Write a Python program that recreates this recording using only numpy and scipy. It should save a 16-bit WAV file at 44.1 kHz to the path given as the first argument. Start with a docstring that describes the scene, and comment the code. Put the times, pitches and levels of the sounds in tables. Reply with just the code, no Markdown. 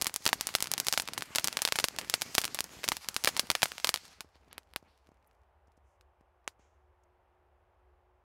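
"""Fountain firework at night

Out in the open, crackling stars burst over a hissing jet until it burns out; ember fizzes follow.
Each burst is a tiny shock wave, with an echo off the ground, scatter in the grass and a far treeline's answer.
Shaped noise makes the jet and the gasps of the dying tube; its coughs are slow, blunt shocks.
Behind them lie a distant rumble and road wash, made of noise, and a faint, unsteady hum."""
import sys
import numpy as np
from scipy import signal
from scipy.fft import rfft, irfft, next_fast_len
from scipy.io import wavfile
from scipy.ndimage import uniform_filter1d, map_coordinates

SR = 44100
rng = np.random.default_rng(int(sys.argv[2]) if len(sys.argv) > 2 else 0)


def wav_out(sig):
    """Save sig, one row per channel (or a flat mono array), as 16-bit PCM at SR to the path in sys.argv[1]."""
    wavfile.write(sys.argv[1], SR, np.round(np.clip(np.atleast_2d(sig).T, -1, 1) * 32767).astype(np.int16))


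def how_loud(loudness_db):
    """Turn decibels into a plain amplitude multiplier (0 dB gives 1, 20 dB gives 10)."""
    steps = np.asarray(loudness_db, float) / 20
    return 10 ** steps


N = 363364  # length in samples

# strength of the jet over time: time_s, hiss_db, roar_db (before a fixed trim),
# treble_db (treble of the hiss, relative to its usual share)
JET_STRENGTH = [(0, -56.5, -67.5, -1.5), (.35, -56.5, -61.5, -4.5), (.52, -49.5, -64, -6.5),
                (1.05, -55, -57.5, -6), (1.6, -49.5, -59, -5), (1.93, -56.5, -59, -0.5),
                (2.25, -52, -59, -3), (2.7, -62, -64.5, -1), (2.78, -54.5, -58.5, -4.5),
                (3.1, -57, -69.5, -3), (3.4, -53, -59, -1.5), (3.8, -56, -68, -4.5),
                (4.15, -63, -70.5, -10), (4.3, -75.5, -81.5, -10), (4.52, -82, -68, -1), (4.6, -90, -74, 1),
                (5.3, -105, -87, 11)]
# colour of the hissing gas: pitch_hz, level_db (relative, per Hz)
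HISS_COLOUR = [(300, -24.5), (800, -4), (2200, -1.5), (3600, -6), (4800, -2.5), (7000, -3), (9000, -9.5),
               (15600, -18.5), (16300, -35.5)]
# duller colour of the gasps, also used for dulled scatter: pitch_hz, level_db (relative, per Hz)
GASP_COLOUR = [(180, -34.5), (300, -12), (937, -2.5), (1850, -7.5), (4300, -8.5), (7500, -29.5)]


def unit(x):
    """Scale to an rms (average strength) of 1."""
    return x / np.sqrt(np.mean(x ** 2) + 1e-20)


def curve(s, value):
    """Points in time joined by straight lines."""
    return np.interp(np.arange(N) / SR, s, value)


def wobble(rate):
    """A smooth random curve through `rate` random points a second."""
    points = rng.standard_normal(int(N * rate / SR) + 4)
    return map_coordinates(points, [np.arange(N) * rate / SR])


def filtered(x, response):
    """Change the strength and phase of each frequency in x by the given response."""
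    size = x.shape[-1]
    padded = next_fast_len(size + 8192)  # silence at the end keeps the tail from wrapping round
    hz = np.fft.rfftfreq(padded, 1 / SR)
    return irfft(rfft(x, padded) * response(hz), padded)[..., :size]


def noise(spectrum, size=N):
    """Noise of rms 1 whose colour follows (Hz, dB) points."""
    points_hz, points_db = np.transpose(spectrum)

    def colour(hz):
        return how_loud(np.interp(np.log(hz + 1), np.log(points_hz), points_db, -120, -120))

    return unit(filtered(rng.standard_normal(size), colour))


def patchy(x, depth_db):
    """Random swells that each cover a part of the spectrum for a moment."""
    z = signal.stft(x, nperseg=512)[2]
    across_pitch = uniform_filter1d(rng.standard_normal(z.shape), size=16, axis=0)
    swells = uniform_filter1d(across_pitch, size=20, axis=1)  # smooth over time too
    return unit(signal.istft(z * how_loud(depth_db * unit(swells)), nperseg=512)[1][:N])


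def shock(t, width, edge, rebound):
    """Pressure builds, drops within the edge time into suction, rebounds, then recovers slowly; times in ms."""
    drop = .5 + .5 * np.tanh((t - 0.24 * width) / edge)

    def lobe(at, wide):
        return np.exp(-((t - at) / wide) ** 2)

    pressure = (1 - drop) * lobe(0, 0.79 * width)
    suction = 0.36 * drop * lobe(.6 * width, 3.0 * width)
    return pressure - suction + rebound * lobe(3.0 * width, 0.61 * width) - 0.05 * lobe(0.4, 0.24)


def laid(times, rows, lead=0):
    """Sum short sounds into one track at their times, each starting `lead` samples early."""
    starts = np.round(np.asarray(times) * SR).astype(int)[:, None]
    at = starts + np.arange(rows.shape[1]) - lead
    # whatever falls outside the track goes to its first sample or to a spare one at the end
    return np.bincount(np.clip(at, 0, N).ravel(), rows.ravel(), N + 1)[:N]


def night():
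    """Distant rumble and road wash as coloured noise, with a hum whose pitch and level waver."""
    # colour of the rumble and wash: pitch_hz, level_db (relative, per Hz)
    night_colour = [(25, -17.5), (50, -3.5), (70, 3.5), (135, -25.5), (280, -29), (420, -20), (820, -16),
                    (1230, -23.5), (2900, -37.5), (4400, -50.5), (16000, -59.5)]
    # central level of the hum: time_s, level_db
    hum_level = [(5.35, -95), (5.5, -84.5), (6.6, -77.5), (8.24, -79)]
    hum_hz = 363 + 6 * wobble(30)
    hum_gain = how_loud(curve(*np.transpose(hum_level)) + 3 * wobble(9))
    hum = hum_gain * np.sin(2 * np.pi * np.cumsum(hum_hz) / SR)
    return how_loud(-66.5 + 0.42 * wobble(2.8)) * noise(night_colour) + hum


def treeline(x):
    """Far trees return a thin, diffuse answer that starts about a tenth of a second late."""
    # colour of the answer: pitch_hz, level_db (relative)
    trees_colour = [(600, -11.5), (2700, -5.5), (4600, 0), (6200, -1), (9000, -8.5), (15000, -19)]
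    t = np.arange(SR // 2) / SR - .11
    rise = (t > 0) * (1 - np.exp(-np.abs(t) / 0.012))
    swell = rise * how_loud(-60 * t / .55)  # fades at a rate of 60 dB in 0.55 s
    return signal.fftconvolve(x, swell * noise(trees_colour, size=len(t)))[:N]


def fizzes():
    """Embers fizz in the grass: soft swells of hiss, each around its own pitch."""
    # the fizzing embers: start_s, length_s, level_db, pitch_hz (middle of the hiss)
    ember_fizzes = [(5.271, 0.0096, -72, 10760), (5.671, .006, -78, 5500), (5.768, .01, -78.5, 6000),
                    (5.822, .17, -89, 6160), (7.033, 0.01, -79, 6200)]
    t = np.arange(N) / SR
    total = np.zeros(N)
    for s, length, db, hz in ember_fizzes:
        swell = np.sin(np.pi * np.clip((t - s) / length, 0, 1))
        total += how_loud(db) * swell * noise([(.5 * hz, -25), (hz, 0), (2 * hz, -14)])
    return total


def sputters():
    """Rough gasps of the dying jet: each rises fast, holds and fades, with a coarse flutter."""
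    # the gasps: start_s, length_s (before the fade), level_db (before the flutter)
    gasps = [(4.117, 0.018, -65), (4.335, 0.029, -68), (4.497, 0.043, -64.5)]
    t = np.arange(N) / SR
    gate = np.zeros(N)
    for s, length, db in gasps:
        gate += how_loud(db) * np.interp(t - s, [0, .014, length, length + 0.023], [0, 1, 1, 0])
    return gate * how_loud(4.1 * wobble(300)) * noise(GASP_COLOUR)


def coughs():
    """Gas puffs from the tube, a random flutter of them at first: slow blunt shocks with a brief spit of hiss."""
    # separate coughs: time_s, level_db (before a shared lift)
    tube_coughs = [(4.243, -63), (4.354, -67.5), (4.475, -69), (4.824, -62.5), (5.087, -63.5), (5.115, -66),
                   (5.678, -71.5), (5.774, -69), (6.207, -66.5), (6.592, -69)]
    jet_s, _, roar_db, _ = np.transpose(JET_STRENGTH)
    draw = rng.random((140, 3))
    flutter_s = draw[:, 0] * 4.5
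    flutter_db = np.interp(flutter_s, jet_s, roar_db) - 1.0 - 1.3 * np.log(draw[:, 1] + 0.2)
    s, db = np.concatenate([np.transpose(tube_coughs), [flutter_s, flutter_db]], axis=1)
    width_ms = np.concatenate([np.full(len(tube_coughs), .75), 0.23 + 1.4 * draw[:, 2]])[:, None]
    t = np.arange(900) / SR * 1000  # ms
    spit = how_loud(-28 - 60 * np.abs(t - 3.5) / 25) * noise(HISS_COLOUR, size=(len(s), len(t)))
    puff = shock(t - 3.5, width_ms, edge=0.17, rebound=0)
    return laid(s, how_loud(db + 16.5)[:, None] * (puff + spit))


def jet():
    """Burning gas: a surging hiss of changing brightness and a fluttering low roar."""
    # colour of the flame roar: pitch_hz, level_db (relative, per Hz)
    roar_colour = [(70, -5.5), (200, 3), (600, -6.5), (2500, -11.5), (5000, -32)]
    s, hiss_db, roar_db, treble_db = np.transpose(JET_STRENGTH)
    fade_db = curve([s[-1], s[-1] + 0.3], [0, -30])
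    body = patchy(noise(HISS_COLOUR), depth_db=2.0)
    treble = filtered(body, lambda hz: 1 / (1 + (3500 / (hz + 1)) ** 6))  # the part above about 3500 Hz
    treble_gain = how_loud(curve(s, treble_db) + 2.5 * wobble(8.1))
    hiss_gain = how_loud(curve(s, hiss_db) + fade_db + 2.2 * wobble(35))
    hiss = hiss_gain * (body - treble + treble_gain * treble)
    roar_gain = how_loud(curve(s, roar_db) + fade_db - 1.5 + 5.5 * wobble(40))
    return hiss + roar_gain * noise(roar_colour)


def pops(s, db, width, delay, echo_db, scatter_db):
    """Shock, ground echo (usually duller), and scatter that swells for a millisecond and dies fast."""
    # colour of the scatter from near grass: pitch_hz, level_db (relative)
    grass_colour = [(150, -2), (700, -9.5), (4500, -0.5), (9000, -1), (15600, -11.5), (16300, -25)]
    t = (np.arange(3500) - 40) / SR * 1000  # ms
    shape = (len(s), len(t))
    late = ((s * SR - np.round(s * SR)) / SR * 1000)[:, None]  # part of a sample left over, in ms
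    width, delay = np.clip(width, .03, 1)[:, None], delay[:, None]  # ms
    # a star that bursts on the ground echoes within 0.3 ms, strong, with a blunter front
    grazing = delay < .3
    rebound = 0.47 * rng.random((len(s), 1))
    echo_width = np.where(grazing, 1, 1.3) * width
    echo = shock(t - late - delay, echo_width, edge=np.where(grazing, 0.0252, 0.042), rebound=rebound)
    direct = shock(t - late, width, edge=np.where(grazing, 0.0252, 0.014), rebound=rebound)
    direct = direct + how_loud(np.where(grazing, -2, echo_db[:, None])) * echo

    # share of the scatter that comes back dulled, most of it along the ground
    dull = np.where(grazing, .75, rng.random((len(s), 1)) ** 2)
    bright_part = np.sqrt(1 - dull) * noise(grass_colour, size=shape)
    dull_part = np.sqrt(dull) * noise(GASP_COLOUR, size=shape)
    after = np.maximum(t, 0)
    quick = how_loud(-60 * after / 45) * (bright_part + dull_part)
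    slow = how_loud(-14.5 - 60 * after / 105) * noise(HISS_COLOUR, size=shape)  # farther ground returns duller
    swell = 1 - np.exp(-after / 1.2)
    scatter = how_loud(scatter_db + 4.5)[:, None] * swell * (quick + slow)
    return laid(s, how_loud(db)[:, None] * (direct + scatter), lead=40)


def sparks(s, db):
    """Small shocks of random width, echo delay (as from random heights), echo strength and scatter."""
    draw = rng.random((len(s), 4))
    width_ms, delay_ms = 0.014 + 0.12 * draw[:, 0], 0.47 + 1.1 * draw[:, 1]
    return pops(s, db, width_ms, delay_ms, echo_db=-5 - 10 * draw[:, 2], scatter_db=-27 - 8 * draw[:, 3])


def crackle():
    """Shocks from loud stars and single sparks, and a faint random patter that follows the jet's strength."""
    # crackling stars: time_s, peak_db (of the shock alone), width_ms (of the shock),
    # delay_ms (of the ground echo), scatter_db (grass, relative to the peak, before a shared lift)
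    stars = [(0.0146, -10, 0.053, 0.95, -33), (.022, -2, 0.032, 0.87, -44),
             (0.045, -11, 0.036, 0.97, -41.5), (0.0687, -5, 0.045, 0.9, -29),
             (0.1415, -11.5, 0.033, 0.87, -36.5), (0.1617, -5.5, 0.035, 0.87, -38),
             (0.2546, -8.5, 0.038, 1, -39), (0.2642, 1.5, 0.059, 0.65, -31.5),
             (0.277, -5, 0.044, 0.42, -38.5), (0.3302, -6, 0.16, 1.055, -27),
             (.4104, -7, 0.046, 1.1, -33.5), (0.4707, -6, 0.036, 1.35, -36),
             (0.5516, -0.5, 0.07, 1.43, -31), (0.6251, -2, 0.033, 1, -39), (0.7161, -4, 0.032, 0.97, -38),
             (0.7377, -5.5, 0.047, 1.2, -35), (0.7797, -11, 0.054, 1, -28.5),
             (.801, -4, 0.042, 1.23, -35.5), (0.8687, -10, 0.052, 0.87, -29),
             (0.8845, -2, 0.051, 1.33, -34.5), (0.9265, -4.5, 0.053, 1.1, -33),
             (0.9355, -12, 0.042, 0.16, -27.5), (0.9764, -5.5, 0.088, 1.34, -28.5),
             (0.9989, -8.5, 0.064, 1.18, -29), (1.178, -16, 0.093, 1, -20.5),
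             (1.3508, -13, 0.065, 1.3, -32), (1.3587, -1.5, 0.041, 1.86, -31),
             (1.3845, -6.5, 0.088, 1.43, -29.5), (1.4435, -3.5, 0.039, 0.94, -29.5),
             (1.4741, -6, 0.045, 0.63, -36.5), (1.4834, -11, 0.078, 0.7, -41),
             (1.571, -6.5, 0.072, 1.76, -34), (1.6197, -3.5, 0.038, 1.16, -31.5),
             (1.6517, -1.5, 0.066, 1.9, -34.5), (1.6759, -11.5, 0.077, 1.14, -26),
             (1.7234, -4.5, 0.072, 1.86, -37), (1.7569, -16.5, 0.098, 1.24, -18),
             (1.788, -6.5, 0.091, 2.3, -30), (1.7996, -12.5, 0.07, 1.4, -23.5),
             (1.842, 1, 0.056, 1.82, -32.5), (1.8853, -11, 0.054, .59, -44.5),
             (1.987, -11.5, 0.067, 1.14, -24), (2.0987, -7, 0.047, .58, -34.5),
             (2.14, -1, 0.069, 1.41, -30.5), (2.2196, -7.5, 0.054, 1.26, -29.5),
             (2.3514, -5, 0.046, 1.56, -34), (2.3816, 5, 0.061, 2.6, -33), (2.416, -12, 0.037, 0.63, -29.5),
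             (2.4438, -11, 0.072, 0.92, -35.5), (2.4528, -9, .042, 0.7, -30.5),
             (2.6064, -4.5, 0.04, 0.65, -43.5), (2.6421, -17.5, .035, 0.17, -33),
             (2.8406, -17.5, 0.1, 1.9, -18), (2.888, -0.5, 0.048, 0.82, -37.5),
             (2.919, -11.5, 0.13, 0.97, -23), (3.0874, -8, 0.048, 0.66, -35.5),
             (3.1647, -6.5, 0.067, 0.73, -32.5), (3.2393, -12.5, 0.053, 2, -41.5),
             (3.2468, -2, 0.047, 0.47, -40.5), (3.274, -6.5, 0.13, 1.7, -20.5),
             (3.288, -12, 0.056, 2.5, -25.5), (3.3667, -12.5, 0.075, 0.97, -28),
             (3.395, -0.5, 0.062, 1.77, -32), (3.5023, -0.5, 0.07, 0.87, -32),
             (3.515, -10, 0.054, 1.3, -35), (3.5522, -8, 0.095, 1.66, -27.5),
             (3.6204, -13, 0.088, 1.1, -29.5), (3.6305, -0.5, 0.093, 1.23, -26),
             (3.8455, -3, 0.073, 1.88, -29.5), (3.872, -10.5, 0.053, 0.91, -27.5),
             (3.8919, -2.5, 0.064, 1.7, -33), (3.9417, -6, 0.066, 0.94, -30.5),
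             (3.96, -15, 0.075, 1.6, -41), (4.2072, -19.5, 0.063, 0.78, -28.5),
             (4.5292, -28, 0.055, 0.09, -37), (4.5807, -20, 0.055, 0.078, -38),
             (4.7367, -33.5, 0.06, 0.074, -53), (4.7616, -11.5, 0.053, 0.074, -38),
             (6.4777, -14.5, 0.093, 0.12, -35)]
    # single spitting sparks: time_s, peak_db (of the shock alone)
    single_sparks = [(0.0585, -20), (.096, -25.5), (.243, -31), (0.2906, -11.5), (0.2954, -20), (0.49, -21),
                     (0.541, -22), (0.5854, -25.5), (0.6054, -13.5), (0.6423, -17.5), (0.6583, -25),
                     (0.6718, -17.5), (.848, -24), (0.9133, -28), (0.9394, -12.5), (1.021, -16),
                     (1.055, -33), (1.0766, -18.5), (1.087, -18.5), (1.1349, -17.5), (1.2087, -23),
                     (1.2225, -16), (1.3967, -14.5), (1.449, -21), (1.528, -18), (1.5906, -19.5),
                     (1.6875, -16.5), (1.9635, -25), (2.0134, -23.5), (2.047, -30), (2.213, -17.5),
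                     (2.3463, -21), (2.405, -20.5), (2.4389, -19.5), (2.479, -22.5), (2.5465, -9),
                     (2.5734, -31), (2.5894, -13.5), (2.693, -38), (2.8342, -25), (2.8793, -15.5),
                     (2.9685, -15.5), (3.0457, -29.5), (3.144, -20.5), (3.2574, -12), (3.375, -15),
                     (3.47, -33), (3.6572, -15.5), (3.684, -27), (3.7189, -20.5), (3.7815, -20.5),
                     (3.8, -26), (3.974, -24.5), (4.0536, -33.5), (4.0803, -37), (4.356, -51.5),
                     (4.483, -54), (4.6325, -53), (4.9773, -52.5), (5.0712, -49.5), (5.3122, -55),
                     (5.7197, -59), (6.0109, -45.5), (6.444, -62.5)]
    jet_s, hiss_db, _, _ = np.transpose(JET_STRENGTH)
    draw = rng.random((130, 2))
    patter_s = draw[:, 0] * 5.45
    jet_db = np.maximum(np.interp(patter_s, jet_s, hiss_db), -80)
    patter = sparks(patter_s, jet_db + 15 - 2.0 * np.log(draw[:, 1] + .03))
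    s, db, width, delay, scatter_db = np.transpose(stars)
    # a star that lights the grass more also echoes more; -31.5 dB is the usual scatter
    echo_db = -9.5 + .8 * (scatter_db + 31.5)
    bursts = pops(s, db, width, delay, echo_db, scatter_db)
    return bursts + sparks(*np.transpose(single_sparks)) + patter


def scene():
    """Everything summed at one microphone."""
    bursts = crackle()
    answer = how_loud(-65.5) * treeline(bursts)
    return (bursts + answer + jet() + coughs() + sputters() + fizzes() + night())[None]


def low_pass(x):
    """Removes everything above the highest recorded frequency."""
    return signal.sosfilt(signal.butter(12, 17140, fs=SR, output="sos"), x)


def record(dry):
    """The microphone housing rings briefly, the band ends are cut and the loudest shocks are rounded off."""
    # microphone resonances: pitch_hz, width_hz, level_db (of the added ring)
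    housing = [(4900, 1500, -10.5), (11600, 4800, -4)]

    def microphone(f):
        ring = 1
        for c, w, db in housing:
            ring = ring + how_loud(db) * 1j * f * w / (c * c - f * f + 1j * f * w)
        return ring * (1j * f / (38 + 1j * f)) ** 2  # lows fall away below about 38 Hz

    x = filtered(dry, microphone)
    x = x / (1 + np.abs(x / .53) ** 6) ** (1 / 6)  # peaks level off at 0.53
    x = filtered(x, lambda f: 1 / (1 + (f / 16600) ** 70))
    return low_pass(x)


dry = scene()
out = record(dry)
wav_out(out)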